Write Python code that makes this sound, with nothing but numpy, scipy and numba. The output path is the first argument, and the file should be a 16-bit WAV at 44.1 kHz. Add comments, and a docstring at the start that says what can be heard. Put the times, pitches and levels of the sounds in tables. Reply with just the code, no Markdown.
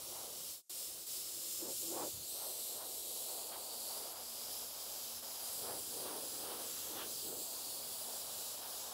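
"""Quiet workshop: an airbrush sprays a hollow panel, heard from close by, over rumble and two far hums.
From the start the jet hisses in six broad bands that shift with hand and nozzle; where it strikes the panel
it roars low, louder and brighter in each close pass. Twice in the first 1.1 s the sound slides down and snaps
back over a steady thin hiss; a low gust comes at 2.2 s, two more fades at 4.1 and 5.2 s. At 4.8 s the nozzle
leaves the panel's edge for its duller middle. All is shaped noise, through moving resonances or fixed spectra."""
import sys
import numpy as np
from scipy import signal
from scipy.fft import rfft, irfft, next_fast_len
from scipy.io import wavfile
from scipy.ndimage import uniform_filter1d
from numba import njit

SR = 44100
rng = np.random.default_rng(int(sys.argv[2]) if len(sys.argv) > 2 else 0)


def volts_from_db(level):
    """Convert decibel levels to linear amplitude ratios."""
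    exponent = np.asarray(level, float) / 20
    return 10 ** exponent


def unload_audio(sound):
    """Save the sound as a 16-bit wav file, at the path given as the first command line argument."""
    columns = np.transpose(np.atleast_2d(sound))
    # keep every value between -1 and 1, then stretch to whole-number steps
    steps = np.round(np.clip(columns, -1, 1) * 32767)
    wavfile.write(sys.argv[1], SR, steps.astype(np.int16))


N = 393813   # samples

# the nozzle swings in close: (closest [s], approach [s], retreat [s], roar power before strike() trims it [dB],
# panel ring drive [dB], rush [dB], centre of the roar at its closest [Hz])
PASSES = [(.17, 0.14, 0.2, -53, -65.5, -76, 670), (1.662, 0.08, 0.084, -48, -49, -72, 615),
          (1.86, 0.059, 0.032, -57, -53.5, -63.5, 450), (2.011, 0.14, 0.096, -42, -45.5, -64.5, 680),
          (2.42, 0.13, 0.13, -51.5, -75, -76, 614), (2.82, 0.07, 0.084, -51, -70, -61.5, 740),
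          (3.538, 0.06, 0.09, -51, -73, -54, 790), (3.93, 0.1, 0.1, -55.5, -76, -66, 796),
          (4.17, 0.1, 0.068, -52.5, -72, -66, 860), (5.708, 0.15, 0.12, -48.5, -53.5, -69, 656),
          (6.09, 0.2, 0.2, -47, -52.5, -55, 704), (6.52, 0.19, 0.21, -48, -55.5, -56.5, 700),
          (7.015, 0.17, 0.13, -48, -54, -47.5, 715), (7.33, 0.11, 0.11, -50, -51, -72, 736),
          (8.65, 0.11, 0.17, -56.5, -72, -58, 820)]


def rms_one(x):
    """Scale to rms 1."""
    return x / np.sqrt(np.mean(x ** 2) + 1e-20)


def in_time(table):
    """Columns after the time column, interpolated to one value per sample."""
    s, *columns = np.transpose(table)
    return [np.interp(np.arange(N) / SR, s, column) for column in columns]


def drift(corner_hz):
    """Slow random wander of spread 1: noise twice through a one-pole low-pass."""
    step = 40   # samples between computed values
    pole = np.exp(-2 * np.pi * corner_hz * step / SR)
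    noise = rng.standard_normal(N // step + 2002)
    slow = signal.lfilter([1], [1, -2 * pole, pole * pole], noise)[2000:]   # drop the settling
    return np.interp(np.arange(N) / step, np.arange(len(slow)), rms_one(slow))


def coloured(spectrum):
    """Noise with the given spectrum, rms 1."""
    size = next_fast_len(N)
    hz, db = np.transpose(spectrum)
    bin_hz = np.arange(size // 2 + 1) * SR / size
    gain = volts_from_db(np.interp(np.log(bin_hz + 1), np.log(hz), db, left=-90, right=db[-1]))
    return rms_one(irfft(rfft(rng.standard_normal(size)) * gain, size)[:N])


@njit
def sweep(x, turn, r):
    """Two-pole resonance whose angle and radius change sample by sample; gain 1 on top."""
    y = np.zeros(len(x))
    for i in range(2, len(x)):
        driven = (1 - r[i] ** 2) / 2 * (x[i] - x[i - 2])
        y[i] = driven + 2 * r[i] * np.cos(turn[i]) * y[i - 1] - r[i] ** 2 * y[i - 2]
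    return y


def resonate(x, hz, width_hz):
    """Pass x through one resonance; centre and width may be fixed or move."""
    ones = np.ones(N)
    return sweep(x, 2 * np.pi * hz / SR * ones, np.exp(-np.pi * width_hz / SR) * ones)


def resonant_noise(hz, width_hz):
    """White noise twice through a resonance, width given for one pass; rms 1."""
    x = rng.standard_normal(N)
    for _ in range(2):
        x = resonate(x, hz, width_hz)
    return rms_one(x)


def dip(x, hz, width_hz, db):
    """Subtract part of a resonance to take a band down by db; values above 0 do nothing."""
    return x - (1 - volts_from_db(np.minimum(db, 0))) * resonate(x, hz, width_hz)


def swell(s, rise_s, fall_s):
    """Smooth rise and fall, 1 at s."""
    t = np.arange(N) / SR - s
    phase = np.clip(np.where(t < 0, t / rise_s, t / fall_s), -1, 1)
    return np.cos(np.pi / 2 * phase).clip(0) ** 2


def closeness(from_db, range_db, axis):
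    """0 far to 1 close, counting only passes that are loud in the given column."""
    return sum(np.clip((row[axis] - from_db) / range_db, 0, 1) * swell(*row[:3]) for row in PASSES)


def jet():
    """Smooth bright turbulence; nozzle cap and the gap to the panel lift six bands out of it."""
    # spectrum of the broad hiss: (frequency [Hz], density [dB per Hz])
    broad_hiss = [(900, -49), (1800, -16.5), (2400, -12), (2900, -5.5), (4000, 0.5), (5000, 0.5), (7500, 2),
                  (11500, 1.5), (14000, 0.5), (15000, -2.5), (15800, 0.5)]
    # strength of the jet's hiss before choke and drift: (time [s], level [dB])
    hiss = [(0, -45.5), (.22, -44.5), (.3, -46.5), (.5, -44), (.72, -44), (.79, -42.5), (.99, -46.5),
            (1.13, -41.5), (1.33, -44.5), (1.45, -43), (2.08, -42), (2.2, -45), (2.33, -43), (2.64, -42.5),
            (2.8, -44), (3.05, -43), (3.3, -41.5), (3.51, -44.5), (3.94, -42.5), (4.15, -47), (4.56, -42.5),
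            (4.71, -45.5), (4.86, -44), (5.06, -42), (5.21, -46), (5.54, -42.5), (5.9, -43), (6.3, -43),
            (6.8, -42.5), (7.35, -41.5), (7.56, -43), (8.45, -43), (8.63, -44), (8.77, -42), (8.93, -45)]
    # six bands moved by hand and nozzle, before lift, sway and trim, each (time [s], centre [Hz], level [dB])
    band_paths = [
        [(0, 5670, -9), (.3, 5570, -7), (.6, 5300, -6), (1.0, 5200, -6), (1.6, 5170, -2.5), (1.9, 5330, -9),
         (2.15, 4450, -7.5), (2.4, 4130, -6), (3.2, 3980, -8.5), (3.4, 4440, -5), (3.65, 4600, -5),
         (3.85, 4480, -2.5), (3.95, 4750, -1.5), (4.3, 4980, -2), (4.7, 4960, -4), (5.0, 4900, -7),
         (5.2, 5300, -5.5), (5.3, 5000, -2.5), (5.5, 4800, -4), (6.5, 4950, -5), (6.85, 5040, -13),
         (7.05, 5300, -20), (7.15, 4970, -2.5), (7.27, 4650, -6.5), (7.37, 4580, -9), (7.48, 4640, -4.5),
         (7.8, 4670, -2.5), (8.2, 4800, -7), (8.5, 4900, -8), (8.93, 5000, -8)],
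        [(0, 7800, -11), (.2, 7600, -9), (.4, 7800, -6), (.7, 7600, -6.5), (1.3, 7660, -3.5), (1.5, 7400, -0.5),
         (1.9, 7300, 0.5), (2.1, 7200, -2.5), (2.22, 6800, -8), (2.3, 8150, 4), (2.38, 8500, -1),
         (2.6, 7950, -1), (2.9, 8000, -4), (3.3, 7700, -3.5), (3.7, 7860, -8.5), (4.3, 7660, -7),
         (5.35, 7500, -11), (5.55, 7640, -3.5), (6.35, 7600, -2), (6.8, 7460, -4.5), (7.05, 7700, -6),
         (7.2, 7850, -6), (7.45, 7740, 0.5), (7.6, 7860, -9.5), (8.0, 7900, -3), (8.93, 7500, -6.5)],
        [(0, 10900, -8), (.25, 10700, -2), (.5, 11000, -8), (1.0, 11100, -5.5), (1.4, 11400, -4),
         (1.9, 11300, -1), (2.2, 10700, -6), (2.37, 11900, 0), (2.65, 11400, -1), (2.85, 11800, -3),
         (3.2, 11200, 1), (3.5, 11000, -7), (3.9, 10800, -1), (4.5, 11100, -1.5), (5.0, 11200, -4),
         (5.5, 11100, 1.5), (6.0, 10900, 0), (6.5, 10900, 0), (6.9, 11300, -4), (7.1, 11100, -6),
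         (7.5, 11100, -11), (8.2, 11200, -7), (8.93, 11000, -10)],
        [(0, 15000, -9), (1.0, 14900, -5), (1.5, 14600, -2), (2.0, 14500, -2), (2.4, 14700, -9),
         (3.0, 15000, -9), (3.5, 15000, -10), (4.5, 15000, -11.5), (5.5, 15000, -6), (6.3, 15200, -2),
         (7.0, 15200, -7), (7.3, 14500, 0), (7.6, 14300, -6), (7.95, 14700, -3), (8.3, 15000, -11),
         (8.93, 15000, -10)],
        [(0, 9150, -1), (.2, 9300, -13), (.5, 9200, -9), (.8, 9000, -6), (1.3, 9000, -11), (1.7, 8560, -4.5),
         (2.1, 8740, -5), (2.4, 9400, -16), (3.2, 9300, -8), (3.6, 9300, -13), (4.2, 9200, -16),
         (5.3, 9300, -14), (5.6, 8900, -6), (5.75, 9300, -5), (5.9, 8800, -10), (6.1, 9500, -3),
         (6.3, 9000, -6), (6.5, 9400, -3), (6.8, 9800, -9), (7.05, 10000, -2), (7.3, 10100, -5.5),
         (7.6, 10100, -7), (8.0, 9760, -1), (8.4, 9600, -11), (8.65, 9900, -9), (8.93, 9500, -11)],
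        [(0, 12200, -14), (.8, 12200, -9), (1.3, 12400, -8), (1.8, 12300, -8), (2.1, 12300, -13),
         (2.35, 12400, -6), (2.7, 12300, -9), (3.1, 12300, -7), (3.5, 12000, -11), (3.9, 12100, -6),
         (4.5, 12100, -9), (5.0, 12200, -9), (5.55, 12200, -6.5), (5.9, 12700, -7), (6.4, 12200, -14),
         (6.9, 11900, -7), (7.3, 11900, -10), (8.0, 12100, -11), (8.5, 12200, -11), (8.93, 12200, -12)],
    ]
    # their widths for one pass of the resonance: (width [Hz])
    band_widths = [640, 1250, 1400, 1800, 800, 800]
    hiss_db, = in_time(hiss)
    bands = [in_time(path) for path in band_paths]
    # a pass with strong rush lifts the second band and darkens the hiss
    lift = closeness(from_db=-65, range_db=5, axis=5)
    bands[1][0] = bands[1][0] + 1700 * lift   # Hz
    out = volts_from_db(-1.5) * coloured(broad_hiss)
    for (hz, db), width_hz in zip(bands, band_widths):
        gain = volts_from_db(db - 9.0 + 0.6 * drift(3.3))
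        out += gain * resonant_noise(hz + 50 * drift(6.7), width_hz)
    out = dip(out, hz=6900, width_hz=1800, db=-3.5 * lift)
    # a loud pass chokes the hiss
    choke_db = -2.5 * closeness(from_db=-53.5, range_db=3.5, axis=3) ** 2
    return volts_from_db(hiss_db + choke_db + 0.5 * drift(5.2)) * near_echoes(hollows(out))


def hollows(x):
    """Direct and reflected hiss cancel in four narrow, moving bands."""
    # hollows before sway, each (time [s], centre [Hz], depth, none above 0 [dB])
    hollow_paths = [
        [(0, 6500, -1.5), (1.3, 5900, -2.5), (2.0, 5900, -1), (2.2, 5560, -4.5), (2.35, 6840, -6.5),
         (2.9, 6100, -3), (3.5, 5900, -7.5), (4.1, 6300, -2.5), (5.1, 6600, -1), (5.5, 5860, -1.5),
         (5.72, 6760, -8), (5.9, 6000, 0), (6.2, 5900, -2), (6.8, 5850, -0.5), (7.1, 6240, 0), (7.3, 5440, -9),
         (7.6, 6000, -4), (8.0, 6200, -5.5), (8.4, 6270, -4.5), (8.93, 5950, 0.5)],
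        [(0, 8650, -4), (1.0, 9650, 1), (2.0, 9500, 1), (2.2, 9000, -10), (2.4, 9600, 2.5), (3.2, 9300, -0.5),
         (3.8, 8900, 1), (4.6, 8500, -4), (5.3, 8650, -7), (5.6, 8500, 4), (6.3, 8500, -4), (7.0, 8900, -7),
         (7.3, 8700, 1), (7.7, 8100, -3), (8.93, 8660, -7)],
        [(0, 10100, 0), (1.0, 10000, 3), (2.5, 9900, -0.5), (3.2, 9730, -1), (4.3, 9800, -2.5), (5.2, 9800, -5),
         (6.1, 10300, 5), (6.8, 9800, -4), (8.93, 9900, -1)],
        [(0, 13050, -3.5), (1.2, 13000, -5), (1.9, 13100, -5), (2.2, 13600, -2), (2.5, 13900, -4),
         (3.0, 13500, -3), (3.4, 13700, -4), (3.8, 13100, -2), (4.2, 13600, -2), (4.7, 13100, -1),
         (5.3, 13300, -6), (5.5, 12800, 1), (5.75, 13500, -4), (5.95, 13100, -5), (6.1, 13900, -3),
         (6.3, 13100, -5), (6.5, 13900, -2), (6.75, 13000, -7), (7.0, 13900, -3), (7.15, 12700, -11),
         (7.35, 13000, 0), (7.6, 13100, -6), (8.0, 13300, -7), (8.3, 13000, -6), (8.6, 13500, -6),
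         (8.93, 13440, -4)],
    ]
    # their widths: (width [Hz])
    hollow_widths = [1220, 700, 600, 1010]
    for path, width_hz in zip(hollow_paths, hollow_widths):
        hz, db = in_time(path)
        x = dip(x, hz + 90 * drift(3.8), width_hz, db)
    return x


def near_echoes(x):
    """Hand, panel and bench return the hiss a few ms late; the lags creep as the hand moves."""
    # short reflections: (mean lag [ms], level against the direct hiss [dB])
    echoes = [(0.7, -28), (1.3, -22), (2.1, -21), (2.9, -21), (6.1, -20)]
    out = x.copy()
    for lag_ms, db in echoes:
        lag = lag_ms * (1 + 0.04 * drift(0.8)) * SR / 1000   # samples
        out += volts_from_db(db) * np.interp(np.arange(N) - lag, np.arange(N), x)
    return rms_one(out)


def panel_ring():
    """The hollow panel rings in several broad modes, duller near its middle than near its edge."""
    # modes near the edge: (centre [Hz], width for one pass [Hz], level against the ring drive [dB])
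    edge_modes = [(248, 220, -11), (343, 69, -3), (426, 180, -13), (527, 107, -5.5), (840, 300, -16)]
    # modes near the middle: (centre [Hz], width for one pass [Hz], level against the ring drive [dB])
    middle_modes = [(198, 210, -13.5), (327, 148, -4.5), (470, 196, -2), (650, 470, -9)]
    edge, middle = (sum(volts_from_db(db) * resonant_noise(hz, width_hz) for hz, width_hz, db in modes)
                    for modes in (edge_modes, middle_modes))
    return np.where(np.arange(N) / SR < 4.8, edge, middle)   # s, the nozzle leaves the edge


def strike():
    """Big eddies break on the panel: a lumpy roar, a thinner rush above it, and the panel's own ring."""
    # air on the panel between passes: (time [s], roar power before the trims below [dB],
    # centre of the roar [Hz], rush [dB], panel ring drive [dB])
    steady = [(0, -56, 500, -61.5, -69), (.4, -58.5, 470, -62.5, -69), (1.0, -60.5, 415, -64.5, -69),
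              (1.5, -61, 420, -62.5, -63.5), (2.25, -61, 430, -65.5, -69), (2.35, -58, 446, -70, -74),
              (2.6, -53, 450, -74, -74), (3.1, -54.5, 453, -69, -68), (3.45, -52, 510, -85, -73),
              (3.95, -53, 515, -60.5, -76), (4.3, -54.5, 530, -60.5, -73), (5.45, -55, 550, -59, -70),
              (5.85, -57.5, 600, -60, -61), (6.3, -55.5, 623, -58, -58), (6.8, -60, 660, -56, -62),
              (7.2, -58, 620, -62.5, -62.5), (7.5, -56, 606, -68, -66), (7.8, -55, 554, -63.5, -62.5),
              (8.2, -53, 556, -61, -68), (8.93, -54, 570, -59, -68)]
    # spectrum of the rush: (frequency [Hz], density [dB per Hz])
    rush_spectrum = [(650, -19), (1150, -4.5), (1800, -9), (2500, -10), (3300, -4), (6000, -21.5)]
    edge_hz = 446   # centre of the roar as a pass begins and ends
    roar_breadth, ring_breadth, rush_sharpness = 0.45, 0.32, 3.3   # powers of the swell: small is broad
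    roar_db, hz, rush_db, ring_db = in_time(steady)
    roar_power, rush_power, ring_power = volts_from_db(2 * roar_db), volts_from_db(2 * rush_db), volts_from_db(2 * ring_db)
    weighted_hz = hz * roar_power
    for s, rise_s, fall_s, pass_roar_db, pass_ring_db, pass_rush_db, top_hz in PASSES:
        near = swell(s, rise_s, fall_s)
        power = (volts_from_db(pass_roar_db) * near ** roar_breadth) ** 2
        weighted_hz = weighted_hz + power * (edge_hz + (top_hz - edge_hz) * near ** 1.64)
        roar_power = roar_power + power
        ring_power = ring_power + (volts_from_db(pass_ring_db) * near ** ring_breadth) ** 2
        rush_power = rush_power + (volts_from_db(pass_rush_db) * near ** rush_sharpness) ** 2
    hz = weighted_hz / roar_power
    width_hz = 1.15 * hz
    # scaled for equal power at any width
    roar = resonant_noise(hz, width_hz) * np.sqrt(np.mean(width_hz) / width_hz)
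    # what drives the panel is lost to the roar
    left_over = np.clip(roar_power - 0.99 * ring_power, 0.27 * roar_power, None)
    out = volts_from_db(-3.0 + 1.3 * drift(4.8)) * np.sqrt(left_over) * roar
    out += np.sqrt(rush_power) * coloured(rush_spectrum)
    out += np.sqrt(ring_power) * panel_ring()
    return volts_from_db(0.5 * drift(25)) * out


def dark_gap(x):
    """A moving dip keeps the roar and the hiss apart."""
    # gap: (time [s], centre [Hz], depth [dB])
    gap = [(0, 1650, -7), (.8, 1700, -2), (1.5, 1750, -3), (2.0, 1800, -6), (2.6, 1750, -2),
           (3.4, 1750, -4), (4.5, 1840, -5), (5.4, 1850, -3.5), (6.0, 1970, -5.5), (6.9, 2050, -3.5),
           (7.3, 1950, -5.5), (7.8, 1900, -2), (8.93, 2000, -6)]
    hz, db = in_time(gap)
    return dip(x, hz, 680, db)


def hums():
    """Far machines: two breathy hums, narrow bands of noise that swell and sink."""
    # levels: (time [s], low hum [dB], upper hum [dB])
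    hum_levels = [(0, -99, -76), (2.1, -95, -86), (2.4, -83, -76.5), (3.5, -82, -75.5), (4.2, -82, -72.5),
                  (4.8, -74, -73.5), (5.2, -74, -71), (5.5, -92, -73), (5.75, -67, -75), (6.0, -92, -75),
                  (7.2, -91, -72), (7.6, -81, -72.5), (8.93, -82, -74)]
    # centres of the two: (frequency [Hz])
    hum_centres = [96.6, 233.9]
    # widths of the two for one pass: (width [Hz])
    hum_widths = [18, 20]
    evenness = 0.4   # 0 noise, 1 steady tone
    out = np.zeros(N)
    for hz, width_hz, db in zip(hum_centres, hum_widths, in_time(hum_levels)):
        hum = resonant_noise(hz, width_hz)
        strength = np.sqrt(uniform_filter1d(hum ** 2, size=800).clip(0.02))
        out += volts_from_db(db) * rms_one(hum / strength ** evenness)
    return out


def room_rumble():
    """Low noise of the room that sways over a steady deep layer, and one low gust."""
    # rumble before a 1 dB sway: (time [s], level [dB])
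    rumble = [(0, -69.5), (.8, -74.5), (1.5, -74), (2.0, -66), (2.4, -75), (3.0, -78), (4.2, -77.5),
              (5.4, -79), (5.6, -65), (5.85, -68.5), (6.3, -71.5), (6.8, -69.5), (7.3, -67.5), (7.55, -76),
              (7.85, -67.5), (8.1, -75), (8.35, -70), (8.93, -76)]
    # its spectrum: (frequency [Hz], density [dB per Hz])
    rumble_tone = [(40, -40), (70, -8), (100, -4.5), (160, -7), (200, -10), (300, -13.5), (420, -46.5)]
    # spectrum of the steady layer: (frequency [Hz], density [dB per Hz])
    deep_tone = [(12, -45), (22, -14), (45, -3.5), (65, -1), (90, -12), (130, -40)]
    # the gust: (peak time [s], length [s], level [dB])
    gust = (2.19, 0.2, -59)
    rumble_db, = in_time(rumble)
    out = volts_from_db(rumble_db + 1.0 * drift(4)) * coloured(rumble_tone)
    out += volts_from_db(-79.5) * coloured(deep_tone)
    s, length_s, db = gust
    out += volts_from_db(db) * swell(s, length_s / 2, length_s / 2) * resonant_noise(84, 95)
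    return out


def thin_hiss():
    """Faint steady noise that is always there, under the fades too."""
    # its spectrum: (frequency [Hz], density [dB per Hz])
    thin_spectrum = [(60, -40), (110, -14), (450, -15), (2300, -19), (4200, -10), (6500, 0), (12000, -2),
                     (16000, -11)]
    return volts_from_db(-74.5) * coloured(thin_spectrum)


def fading():
    """Gain that slides down in a straight line, to nothing if there is time, and snaps back."""
    # fades: (begins [s], snaps back [s])
    fades = [(.524, .6945), (1.015, 1.065), (4.125, 4.155), (5.19, 5.223)]
    fade_s, snap_s = 0.1, 0.0025   # full slide to nothing, return
    t, gain = np.arange(N) / SR, np.ones(N)
    for begins, back in fades:
        down = np.clip(1 - (np.minimum(t, back) - begins) / fade_s, 0, 1)
        gain *= down + (1 - down) * np.clip((t - back) / snap_s, 0, 1)
    return gain


def scene():
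    """All sources in the middle; only the bass differs a little between the sides and leans right."""
    middle = dark_gap(jet() + strike()) + hums() + room_rumble()
    bass = signal.sosfilt(signal.butter(2, 500, fs=SR, output="sos"), middle)
    # a displaced copy of the bass widens it, an inverted one leans it right
    side = volts_from_db(-39) * np.roll(bass, 9001) - volts_from_db(-25.5) * bass
    return fading() * (middle + side * [[1], [-1]]) + thin_hiss()


def low_pass(x):
    """Removes everything above the highest recorded frequency."""
    return signal.sosfilt(signal.butter(12, 16850, fs=SR, output="sos"), x)


def record(dry):
    """The top is cut steeply above 15.73 kHz."""
    steep = signal.ellip(12, 0.5, 70, 15730, fs=SR, output="sos")   # 0.5 dB ripple, 70 dB down
    mix = signal.sosfilt(steep, dry)
    return low_pass(mix)


dry = scene()
out = record(dry)
unload_audio(out)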